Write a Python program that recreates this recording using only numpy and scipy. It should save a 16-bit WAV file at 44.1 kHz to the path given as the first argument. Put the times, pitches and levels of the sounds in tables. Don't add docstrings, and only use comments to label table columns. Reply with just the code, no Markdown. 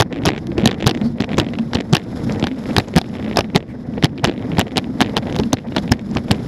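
import sys
import numpy as np
from scipy import signal
from scipy.fft import rfft, irfft, next_fast_len
from scipy.io import wavfile
from scipy.ndimage import map_coordinates

SR = 44100
rng = np.random.default_rng(int(sys.argv[2]) if len(sys.argv) > 2 else 0)


def linear_from_db(decibels):
    return 10 ** (np.asarray(decibels, float) / 20)


def wrap_up_sound(samples):
    columns = np.atleast_2d(samples).T
    tamed = np.clip(columns, -1, 1)
    steps = np.round(tamed * 32767).astype(np.int16)
    wavfile.write(sys.argv[1], SR, steps)


N = 285327


def unit(x):
    return x / np.sqrt(np.mean(x ** 2) + 1e-20)


def curves(rows):
    s, *columns = np.transpose(rows)
    return [np.interp(np.arange(N) / SR, s, column) for column in columns]


def wobble(rate):
    knots = rng.standard_normal(int(N * rate / SR) + 4)
    return map_coordinates(knots, [np.arange(N) * rate / SR])


def filtered(x, response):
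    m = next_fast_len(N + SR // 2)
    return irfft(rfft(x, m) * response(np.fft.rfftfreq(m, 1 / SR)), m)[:N]


def colour(points):
    f, db = np.transpose(points)
    return lambda hz: linear_from_db(np.interp(np.log(hz + 1), np.log(f), db))


def resonance(f, centre, width, db):
    return linear_from_db(db) * 1j * f * width / (centre ** 2 - f * f + 1j * f * width)


def body(modes):
    return lambda f: sum((-1) ** k * resonance(f, *mode) for k, mode in enumerate(modes))


def place(times, sounds):
    at = np.round(times * SR).astype(int)[:, None] + np.arange(sounds.shape[1])
    return np.bincount(at.ravel(), sounds.ravel(), N + SR)[:N]


# (time [s], peak level [dB], ring frequency [Hz], brightness [dB])
FRONT_KNOCKS = [(0.0, -7.5, 2970, -8), (0.0024, 6.5, 3250, -25), (0.0094, 2, 1420, -9),
                (0.022, 0, 1520, -18), (0.6574, 5.5, 3970, -13), (0.6747, 2, 3000, -16.5),
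                (1.2047, -6.5, 3170, -22), (1.7339, -5.5, 1620, -32), (1.7505, -4, 4030, -26),
                (1.7544, -5, 3000, -36), (2.7652, 4, 3060, -22), (2.783, 3, 3770, -16),
                (2.7991, -8.5, 1980, -21), (3.371, 7, 5130, -15), (3.3908, -1, 1453, -15),
                (3.4078, -4.5, 2750, -24), (4.026, -6, 2050, -44), (4.0374, -2, 2960, -34),
                (4.0441, 4, 3170, -13), (4.0522, -9, 1924, -32), (4.584, -4, 1860, -38),
                (4.594, -1.5, 2770, -2), (4.6013, -1, 2840, -31), (4.612, -1, 3000, -25),
                (5.006, 2.5, 2960, -17), (5.014, 2, 1580, -16), (5.0214, 1.5, 3020, -35),
                (5.7638, -2, 1800, -20.5), (5.7672, -4, 3020, -44), (5.7827, -6, 3300, -37)]
# (time [s], peak level [dB], ring frequency [Hz], brightness [dB])
REAR_KNOCKS = [(0.2536, -2.5, 5550, -17), (0.258, -2, 1350, -7), (0.2666, -1.5, 3120, -27),
               (0.2843, -5.5, 3850, -19), (0.289, 0, 1900, -34), (0.867, 2, 3380, -13.5),
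               (0.8739, 0.5, 4020, -9.5), (0.879, -5, 1670, -22), (0.8932, -3, 3330, -32),
               (1.3835, -4, 1700, -12), (1.399, 0.5, 2730, -20), (1.934, 1, 3000, -18),
               (1.949, -2.5, 5300, -11), (1.9528, 1.5, 2720, -16), (1.9675, -2, 2820, -18),
               (2.4407, -1.5, 3000, -53), (2.4695, -3.5, 1620, -26), (2.962, -4, 1640, -7),
               (2.9681, 2, 1780, -23), (2.9767, -6, 3340, -11), (2.9831, -0.5, 1520, -10.5),
               (3.554, -8, 1410, -14), (3.5604, 6.5, 2040, -22.5), (4.2439, 2, 2780, -15),
               (4.2507, 0, 2850, -30), (4.7711, 0.5, 2900, -13), (4.779, -1.5, 3900, -11),
               (5.1677, 4, 2963, -31), (5.531, -0.5, 3520, -3.5), (5.9208, 3.5, 5300, -14)]
# (time [s], peak level [dB], brightness [dB])
MORE_KNOCKS = [(0.277, -5, -32), (0.47, -25.5, -9.5), (0.5806, -8, -49), (0.712, -9, -48),
               (0.8625, -9, -18), (0.8974, -7.5, -18), (0.911, -6.5, -28), (1.2429, -11.5, -34),
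               (1.587, -11.5, -54), (2.9883, -10, -30), (3.0146, -11, -22), (3.3598, -10.5, -37),
               (3.388, -4.5, -19), (3.548, -8, -69), (4.0558, -4, -26), (4.1783, -22, -26),
               (4.2737, -10, -27), (4.7854, -5.5, -41), (5.029, -7.5, -42), (5.1764, -5.5, -18),
               (5.1828, -9.5, -36), (5.3635, -12, -12), (5.388, -8.5, -19), (5.3988, -8.5, -28),
               (5.435, -12.5, -43), (5.54, -9.5, -33), (5.9172, -5.5, -5), (6.1701, -3.5, -45),
               (6.31, -2, -18), (6.3144, 1.5, -8.5)]


def knocks():
    s, db, bright_db = np.transpose(MORE_KNOCKS)
    hz = 2900 * np.exp(0.15 * rng.standard_normal(len(s)))
    more = np.transpose([s, db, hz, bright_db])
    return np.concatenate([FRONT_KNOCKS, REAR_KNOCKS, more])


# (frequency [Hz], width [Hz], level [dB])
HOUSING_MODES = [(740, 186, 12), (1780, 305, 7), (3000, 2570, 3), (5550, 2250, -2), (8200, 400, -41)]


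def mount_rattle():
    s, db, hz, bright_db = np.transpose(knocks())[:, :, None]
    start = s[:, 0]
    t = np.arange(SR // 40) / SR
    noise = rng.standard_normal((len(s), 3, len(t)))
    noise[:, :2, 0] = -2.5

    ring = np.sin(2 * np.pi * hz * t) * linear_from_db(-60 * t / 0.0067) * (1 - np.exp(-t / 0.00039))
    ring = place(start, linear_from_db(db - 1.0) * ring)

    buzz = place(start, linear_from_db(db + 0.2 * bright_db + 2) * noise[:, 0] * linear_from_db(-60 * t / 0.0039))
    tail = place(start, linear_from_db(db - 10.0 - 60 * t / 0.024) * noise[:, 2, ::-1])
    tail = filtered(tail, lambda f: 1 / (1 + 1j * f / 5000) ** 2)
    lead_s = 0.006
    scrape = linear_from_db(db - 36.0 + 60 * (t - lead_s) / 0.095) * (t < lead_s) * noise[:, 2]
    scrape = place(np.maximum(start - lead_s, 0), scrape)
    housing = filtered(buzz + tail + scrape, body(HOUSING_MODES))

    thud = place(start, -linear_from_db(db - 8.0 - 60 * t / 0.014) * np.cos(2 * np.pi * 350 * t))
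    plastic = filtered(ring + housing + thud, lambda f: 1 / (1 + 1j * f / 6500 - (f / 6500) ** 2))

    tick = place(start, linear_from_db(db + bright_db + 4.5) * noise[:, 1] * linear_from_db(-60 * t / 0.0062))
    tick = filtered(tick, body([(6300, 1150, 4.5), (10940, 760, -0.5), (14400, 6000, -5.5)]))
    return plastic + tick


# (time [s], peak level [dB], deck swing frequency [Hz], crunch level [dB])
EDGES = [(0.0, -10, 119, 4.5), (0.255, -10, 211, -4), (0.272, -7, 137, -8), (0.58, -9.5, 343, -8),
         (0.656, -5.5, 193, -13), (0.863, -6.5, 133, -16), (1.201, -12, 246, -6), (1.381, -11.5, 184, 6.5),
         (1.394, -17, 165, 2), (1.751, -13, 110.8, 1), (1.926, -4, 147, -6), (2.425, -12.5, 196.8, -18),
         (2.438, -16, 210, -19), (2.779, -5.5, 99, -12), (2.959, -3.5, 171, -37), (2.973, -11.5, 207, -2),
         (3.383, -9.5, 198, 8.5), (3.555, -8, 176, 2), (4.035, -6.5, 156, -7), (4.238, -16, 165, 10.5),
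         (4.268, -10.5, 210, -4.5), (4.582, -6.5, 188, 1.5), (4.774, -10.5, 216, -5), (5.011, -9, 236, -2),
         (5.17, -13, 206, 5), (5.394, -7, 229, -6.5), (5.529, -7.5, 267, -2), (5.764, -12, 228, 3),
         (5.913, -5.5, 122, -33), (6.16, -13.5, 200.7, 2), (6.306, -7, 188, -13)]


def jolts():
    s, db, hz, crunch_db = np.transpose(EDGES)[:, :, None]
    t = np.arange(SR // 16) / SR
    noise = rng.standard_normal((len(s), 2, len(t)))
    start = np.maximum(s[:, 0] - 0.003, 0)
    load = (t / 0.0073) ** 2 * np.exp(2 - 2 * t / 0.0069)
    swing = place(start, -linear_from_db(db - 1.0) * load * np.sin(2 * np.pi * hz * t))
    shake = place(start, linear_from_db(db + 18.0) * load * noise[:, 0])
    crunch = place(start, linear_from_db(db + crunch_db + 7.5) * load * noise[:, 1])
    deck_modes = body([(110, 90, 0), (300, 200, -3)])
    tyre_modes = body([(450, 350, -1), (850, 700, 0)])
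    shake = filtered(shake, lambda f: deck_modes(f) / (1 + 1j * f / 700))
    crunch = filtered(crunch, lambda f: tyre_modes(f) / (1 + 1j * f / 1800) ** 2)
    return swing + shake + crunch


def jolt_dip_db():
    s, db = np.transpose(EDGES)[:2]
    u = np.arange(SR // 2) / SR / 0.093
    dip_db = -9
    return dip_db * place(s, linear_from_db(db)[:, None] * u ** 2 * np.exp(2 - 2 * u))


# (time [s], peak level [dB])
BODY_TAPS = [(0.028, -20), (0.1163, -38), (0.1265, -18.5), (0.131, -23.5), (0.1429, -25), (0.152, -32),
             (0.1604, -23), (0.17, -28), (0.1786, -27), (0.187, -27), (0.22, -25.5), (0.2362, -21.5),
             (0.262, -18), (0.3032, -12.5), (0.3182, -19), (0.334, -18.5), (0.349, -23), (0.363, -19),
             (0.3784, -17.5), (0.381, -24), (0.5183, -25.5), (0.5848, -20), (0.5974, -19), (0.6064, -23),
             (0.616, -22), (0.6217, -20), (0.6348, -20), (0.6427, -17), (0.6811, -18), (0.689, -18),
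             (0.6935, -16), (0.6994, -24.5), (0.7153, -13), (0.7284, -20), (0.7437, -21), (0.748, -28),
             (0.7843, -35), (0.7989, -29), (0.8036, -19.5), (0.8094, -21), (0.8124, -29), (0.825, -15.5),
             (0.8288, -23), (0.8342, -31), (0.843, -16.5), (0.8848, -15), (0.9445, -28), (0.9493, -18),
             (0.9741, -21.5), (1.014, -21), (1.0185, -30), (1.1845, -28), (1.2017, -19), (1.2224, -14),
             (1.238, -18), (1.2916, -22),
             (1.296, -32), (1.304, -30), (1.3168, -17.5), (1.3213, -24), (1.3264, -34), (1.3322, -15.5),
            (1.3366, -28), (1.3433, -18), (1.4033, -27), (1.4124, -20), (1.4157, -19.5), (1.4325, -28),
            (1.446, -23), (1.466, -23), (1.4874, -20.5), (1.5356, -21), (1.5396, -22), (1.5533, -24),
            (1.595, -26), (1.7704, -15), (1.786, -20), (1.7892, -22), (1.8037, -16), (1.808, -16.5),
            (1.821, -30), (1.9307, -19), (1.9376, -28), (1.9444, -16), (1.9709, -19), (1.9802, -22.5),
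            (1.9974, -26), (2.0179, -33), (2.2963, -17), (2.348, -29), (2.3563, -31), (2.3597, -25),
            (2.398, -27), (2.4263, -12.5), (2.4466, -26), (2.453, -36), (2.4754, -26), (2.4838, -24),
            (2.5144, -24), (2.6569, -23), (2.6923, -30), (2.697, -27), (2.707, -25), (2.7105, -25),
            (2.7719, -23), (2.7755, -23), (2.803, -14.5), (2.8065, -27), (2.817, -38), (2.9393, -19),
            (2.9564, -19), (3.0429, -28),
             (3.0593, -30), (3.1406, -30), (3.1532, -24), (3.1693, -28), (3.185, -30), (3.198, -25.5),
             (3.2264, -25), (3.2442, -26), (3.2483, -26), (3.2628, -26), (3.2772, -27), (3.2807, -27),
             (3.297, -25), (3.3125, -19), (3.3272, -21), (3.332, -23), (3.3945, -30), (3.411, -31),
             (3.444, -26), (3.501, -28), (3.5671, -16.5), (3.5745, -13), (3.605, -26.5), (3.6268, -31),
             (3.9374, -32), (3.9716, -30.5), (3.9803, -22.5), (4.067, -25.5), (4.0934, -37),
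             (4.1836, -23.5), (4.1952, -27), (4.2349, -26), (4.27, -20), (4.2797, -23), (4.2844, -16),
             (4.2897, -20), (4.2958, -13.5), (4.3134, -23), (4.3235, -27), (4.3381, -32), (4.3624, -32),
             (4.378, -23.5), (4.395, -31), (4.4156, -38), (4.4244, -27), (4.433, -33), (4.456, -34),
             (4.5178, -19), (4.5267, -32), (4.5337, -30), (4.5512, -25), (4.5707, -16), (4.617, -17),
             (4.6278, -30), (4.6685, -26),
             (4.6717, -34), (4.6809, -26), (4.709, -30), (4.7187, -26), (4.7596, -16), (4.7664, -18),
             (4.7958, -25), (4.8426, -24), (4.998, -27), (5.0465, -21), (5.0615, -21.5), (5.0709, -26),
             (5.078, -27), (5.0957, -22), (5.151, -33), (5.1568, -34), (5.1639, -19), (5.1732, -37),
             (5.225, -26), (5.23, -26), (5.2542, -32), (5.2698, -22.5), (5.2729, -27), (5.2779, -33),
             (5.2843, -29), (5.293, -30), (5.298, -22), (5.3461, -20), (5.3961, -20), (5.5234, -27),
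             (5.5704, -20.5), (5.5855, -23), (5.5892, -27), (5.6704, -35), (5.6854, -31), (5.7218, -25),
             (5.725, -29), (5.7493, -25), (5.7792, -17), (5.8784, -22), (5.8941, -25), (5.933, -29),
             (5.9363, -19), (5.9402, -33), (5.9936, -27), (6.1778, -30), (6.1837, -20), (6.2833, -25),
             (6.307, -21), (6.3273, -26), (6.3326, -36), (6.3444, -25), (6.3478, -29), (6.383, -35),
             (6.3976, -32)]
# (time [s], peak level [dB], edge over body [dB])
EDGE_TAPS = [(0.2714, -16, -1), (0.388, -33, -1), (0.6662, -21, -3), (1.2125, -25, 1), (1.372, -21, -2),
             (1.3814, -13.5, -4), (1.3859, -8.5, -3), (1.3924, -24, 6), (1.405, -20, -5), (1.7396, -27, 0),
             (1.7468, -24, 8), (1.928, -24, 15), (2.3226, -29, 9), (2.397, -27, 5), (2.8804, -44, 8),
             (2.8845, -33, 6), (3.089, -49, 13), (3.5699, -28, 2), (3.5787, -21.5, -4), (4.035, -25, -1),
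             (4.2405, -16, -11), (4.2589, -17, 0), (5.3256, -20, -6), (5.3559, -21.5, -4),
             (5.5288, -15, -11), (5.9112, -39, 10), (6.113, -40, 11), (6.1513, -23, -1), (6.322, -25, 3),
             (6.3292, -25, -5)]


def arm_taps():
    flat_s, flat_db = np.transpose(np.array(BODY_TAPS))
    snap_s, snap_db, snap_edge_db = np.transpose(EDGE_TAPS)
    flat_edge_db = -9.5 + 0.41 * flat_db + 4.5 * rng.standard_normal(len(flat_s))
    return np.r_[flat_s, snap_s], np.r_[flat_db, snap_db], np.r_[flat_edge_db, snap_edge_db]


def roughness(tap_s):
    t = np.arange(-SR // 8, SR // 8) / SR
    reach = np.exp(-(t / 0.019) ** 2)
    taps = place(tap_s, np.ones((len(tap_s), 1)))
    return np.tanh(0.27 * signal.fftconvolve(taps, reach, "same"))


# (frequency [Hz], width [Hz], level [dB])
ARM_MODES = [(2060, 950, 3.5), (3640, 1300, -1)]
# (frequency [Hz], width [Hz], level [dB])
ARM_EDGE_MODES = [(5300, 2300, 0), (7760, 630, -4)]


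def arm_chatter(s, db, edge_db, rough):
    chance = rng.random((len(s), 2))
    rebound_s = s + 0.0044 + 0.0042 * chance[:, 0]
    rebound_db = db - 15 - 9 * chance[:, 1]

    faint_s = np.sort(rng.uniform(0, N / SR, 700))
    at = (faint_s * SR).astype(int)
    scatter_db = rng.uniform(-9, 5, (2, len(faint_s)))
    grit_db = curves(ROAD)[-1]
    faint_db = grit_db[at] + 9 + scatter_db[0] + 6 * rough[at]

    s = np.concatenate([s, rebound_s, faint_s])
    db = np.concatenate([db, rebound_db, faint_db])
    edge_db = np.concatenate([edge_db, edge_db, scatter_db[1] - 21])

    t = np.arange(SR // 100) / SR
    tap = linear_from_db(-19.5 - 60 * t / 0.012) * rng.standard_normal((len(s), len(t)))
    tap[:, 0] = 1
    edge = place(s, linear_from_db(db + edge_db + 15.5)[:, None] * tap)
    taps = place(s, linear_from_db(db + 20)[:, None] * tap)

    def arm_response(f):
        soft = 1j * f / (1200 + 1j * f) / (1 + 1.2j * f / 4500 - (f / 4500) ** 2) ** 2
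        thud = body([(326, 136, 18.5), (810, 780, 0.5)])(f)
        return body(ARM_MODES)(f) * soft - thud / (1 + 1j * f / 1100)

    def edge_response(f):
        hard = 1j * f / (3500 + 1j * f) / (1 + 1j * f / 8600 - (f / 8600) ** 2) ** 3
        return body(ARM_EDGE_MODES)(f) * hard

    return filtered(edge, edge_response) + filtered(taps, arm_response)


# (time [s], load level [dB], grit level [dB])
ROAD = [(0.0, -29, -67.5), (0.21, -26, -60), (0.85, -21, -55.5), (1.08, -25.5, -57), (2.14, -25.5, -52.5),
        (2.38, -23, -50.5), (2.76, -24.5, -48), (2.99, -23, -51.5), (3.22, -29, -54), (3.42, -24.5, -55),
        (3.66, -30, -62), (4.23, -26, -60), (4.42, -23, -55.5), (4.79, -26.5, -57.5), (5.32, -23, -52),
        (5.64, -28.5, -56), (6.18, -24, -53.5), (6.47, -24.5, -50)]


def rolling(rough):
    load_db, grit_db = curves(ROAD)
    dip_after_db = jolt_dip_db()
    deck_db = load_db + 3.5 + dip_after_db
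    hiss_db = grit_db + 12.0 + 0.95 * dip_after_db
    load_swing_db = deck_db - deck_db.mean()
    grit_swing_db = hiss_db - hiss_db.mean()
    tyre_db = -35 + 0.92 * load_swing_db + 0.071 * grit_swing_db + 7 * (rough - 0.5)
    patch_db = 2.0 * wobble(7.8)
    deck = linear_from_db(deck_db) * deck_rumble(patch_db) + swells()
    tyres = linear_from_db(tyre_db) * tyre_roar(patch_db)
    bearings = linear_from_db(hiss_db) * bearing_hiss(patch_db, grit_db)
    return deck + tyres + bearings


def grit(per_s, spread_db, smooth):
    hit = rng.random(N) < per_s / SR
    size = np.minimum(rng.exponential(1, N), 3)
    kicks = hit * rng.standard_normal(N) * linear_from_db(spread_db * size)
    return unit(kicks) + smooth * rng.standard_normal(N)


# (frequency [Hz], width [Hz], level [dB])
DECK_MODES = [(75.5, 140, -12.5), (137, 85, -3), (216, 88.6, -3), (313, 131, -8.5)]
# (time [s], frequency [Hz])
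MAIN_MODE = [(0, 238.1), (.42, 312.6), (.53, 316.2), (.6, 223.2), (.7, 204.8), (1.05, 219.2), (3.8, 230.2),
             (4.15, 262.5), (4.45, 234.5), (4.9, 250), (5.1, 223.7), (6.47, 217.4)]


def deck_rumble(patch_db):
    stones = linear_from_db(patch_db) * grit(900, 2.0, smooth=0.83)
    board = filtered(stones, lambda f: body(DECK_MODES)(f) / (1 + 1j * f / 900) ** 2)
    hum_hz, = curves(MAIN_MODE)
    phase = 2 * np.pi * np.cumsum(hum_hz) / SR
    hum = wobble(55) * np.cos(phase) + wobble(55) * np.sin(phase)
    return linear_from_db(-2.5) * unit(board) + linear_from_db(-7.0) * unit(hum)


# (time [s], width [s], level [dB], frequency [Hz])
RIPPLES = [(0.134, 0.0031, -14, 250), (0.192, 0.0053, -17, 273), (0.221, 0.0036, -19, 237),
           (.5, .018, -22, 344), (0.641, .01, -9, 212), (0.845, 0.003, -18, 257.5),
           (0.915, 0.0025, -6.5, 300), (0.965, 0.004, -9, 240), (1.021, 0.006, -8, 208),
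           (1.064, 0.013, -8.5, 232), (1.345, 0.0015, -8, 212), (1.428, 0.0039, -14, 205.4),
           (1.47, 0.0049, -13, 233), (1.511, 0.012, -16, 230), (1.578, 0.0041, -13, 230),
           (1.608, 0.0098, -8, 225), (1.632, 0.0057, -16, 216), (1.788, 0.0043, -12, 220),
           (2.259, 0.0038, -21, 213), (2.295, 0.009, -16.5, 258), (2.324, 0.0063, -15.5, 231),
           (2.534, 0.015, -14.5, 260), (2.635, 0.0066, -21, 241), (2.698, 0.0045, -13, 226),
           (2.803, 0.0028, -22, 263), (3.279, 0.0076, -15, 223), (3.372, 0.0043, -12, 305),
           (3.555, 0.0037, -7.5, 370), (3.89, 0.0052, -17, 252), (4.243, 0.0044, -5.5, 141),
           (4.543, 0.0077, -21, 243), (5.129, 0.0049, -19, 219), (5.324, 0.005, -16, 236.3),
           (5.354, 0.0031, -14, 236), (5.418, 0.0087, -9.5, 230), (5.468, 0.0083, -13, 220),
           (5.684, 0.01, -15, 234), (5.788, 0.01, -10.5, 208.2), (5.857, 0.005, -13, 208.3),
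           (6.117, 0.0073, -12.5, 216)]


def swells():
    s, width, db, hz = np.transpose(RIPPLES)[:, :, None]
    t = np.arange(-SR // 16, SR // 16) / SR
    phase = 2 * np.pi * (hz * t + rng.random((len(s), 1)))
    swell_db = db - 3.5 - 6.6 * (t / (1.33 * width)) ** 2
    return place(s[:, 0] + t[0], linear_from_db(swell_db) * np.cos(phase))


# (frequency [Hz], level per Hz [dB])
TYRE_COLOUR = [(250, -36), (450, 4.5), (800, -5.5), (1300, -18.5), (2000, -14.5), (4000, -53)]


def tyre_roar(patch_db):
    stones = grit(900, 2.0, smooth=0.9)
    return unit(filtered(linear_from_db(patch_db + 4.0 * wobble(60)) * stones, colour(TYRE_COLOUR)))


# (frequency [Hz], level per Hz [dB])
HISS_COLOUR = [(900, -5), (1500, -8), (2100, -16.5), (2760, -20.5), (3600, -12.5), (4500, -17.5),
               (5250, -11.5), (5800, -20.5), (7500, -24), (9100, -37), (11000, -20.5), (12700, -40),
               (15000, -61)]


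def bearing_hiss(patch_db, grit_db):
    stones = grit(1500, 1.8, smooth=1.2)
    hiss = filtered(linear_from_db(patch_db + 2.6 * wobble(78)) * stones, colour(HISS_COLOUR))
    treble = filtered(hiss, lambda hz: hz > 6500)
    hiss += (linear_from_db(0.21 * (grit_db - grit_db.mean())) - 1) * treble
    return unit(hiss)


# (time [s], length [s], frequency [Hz], level [dB])
BUSHING_SLIPS = [
    (1.018, 0.081, 4120, -41),
    (3.672, 0.067, 1900, -43),
]


def squeaks():
    s, length, hz, db = np.transpose(BUSHING_SLIPS)[:, :, None]
    t = np.arange(SR // 14) / SR
    drift = 0.24 * np.cumsum(rng.standard_normal((len(s), len(t))), axis=1)
    swell = np.sin(np.pi * np.clip(t / length, 0, 1))
    whistle = np.sin(2 * np.pi * hz * t * (1 + 0.83 * t) + drift)
    return place(s[:, 0], linear_from_db(db) * swell * whistle)


def scene():
    tap_s, tap_db, edge_db = arm_taps()
    rough = roughness(tap_s)
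    mount = mount_rattle() + arm_chatter(tap_s, tap_db, edge_db, rough)
    board = jolts() + rolling(rough) + squeaks()
    return (mount + board)[None]


def low_pass(x):
    return signal.sosfilt(signal.butter(12, 16360, fs=SR, output="sos"), x)


def record(dry):
    clipped = dry[0] / (1 + np.abs(dry[0]) ** 8) ** (1 / 8)
    band = colour([(25, -4.0), (70, 1.5), (12500, -2.5), (16000, -21), (16600, -60)])
    dulled = filtered(clipped, band)
    return low_pass(dulled[None])


dry = scene()
out = record(dry)
wrap_up_sound(out)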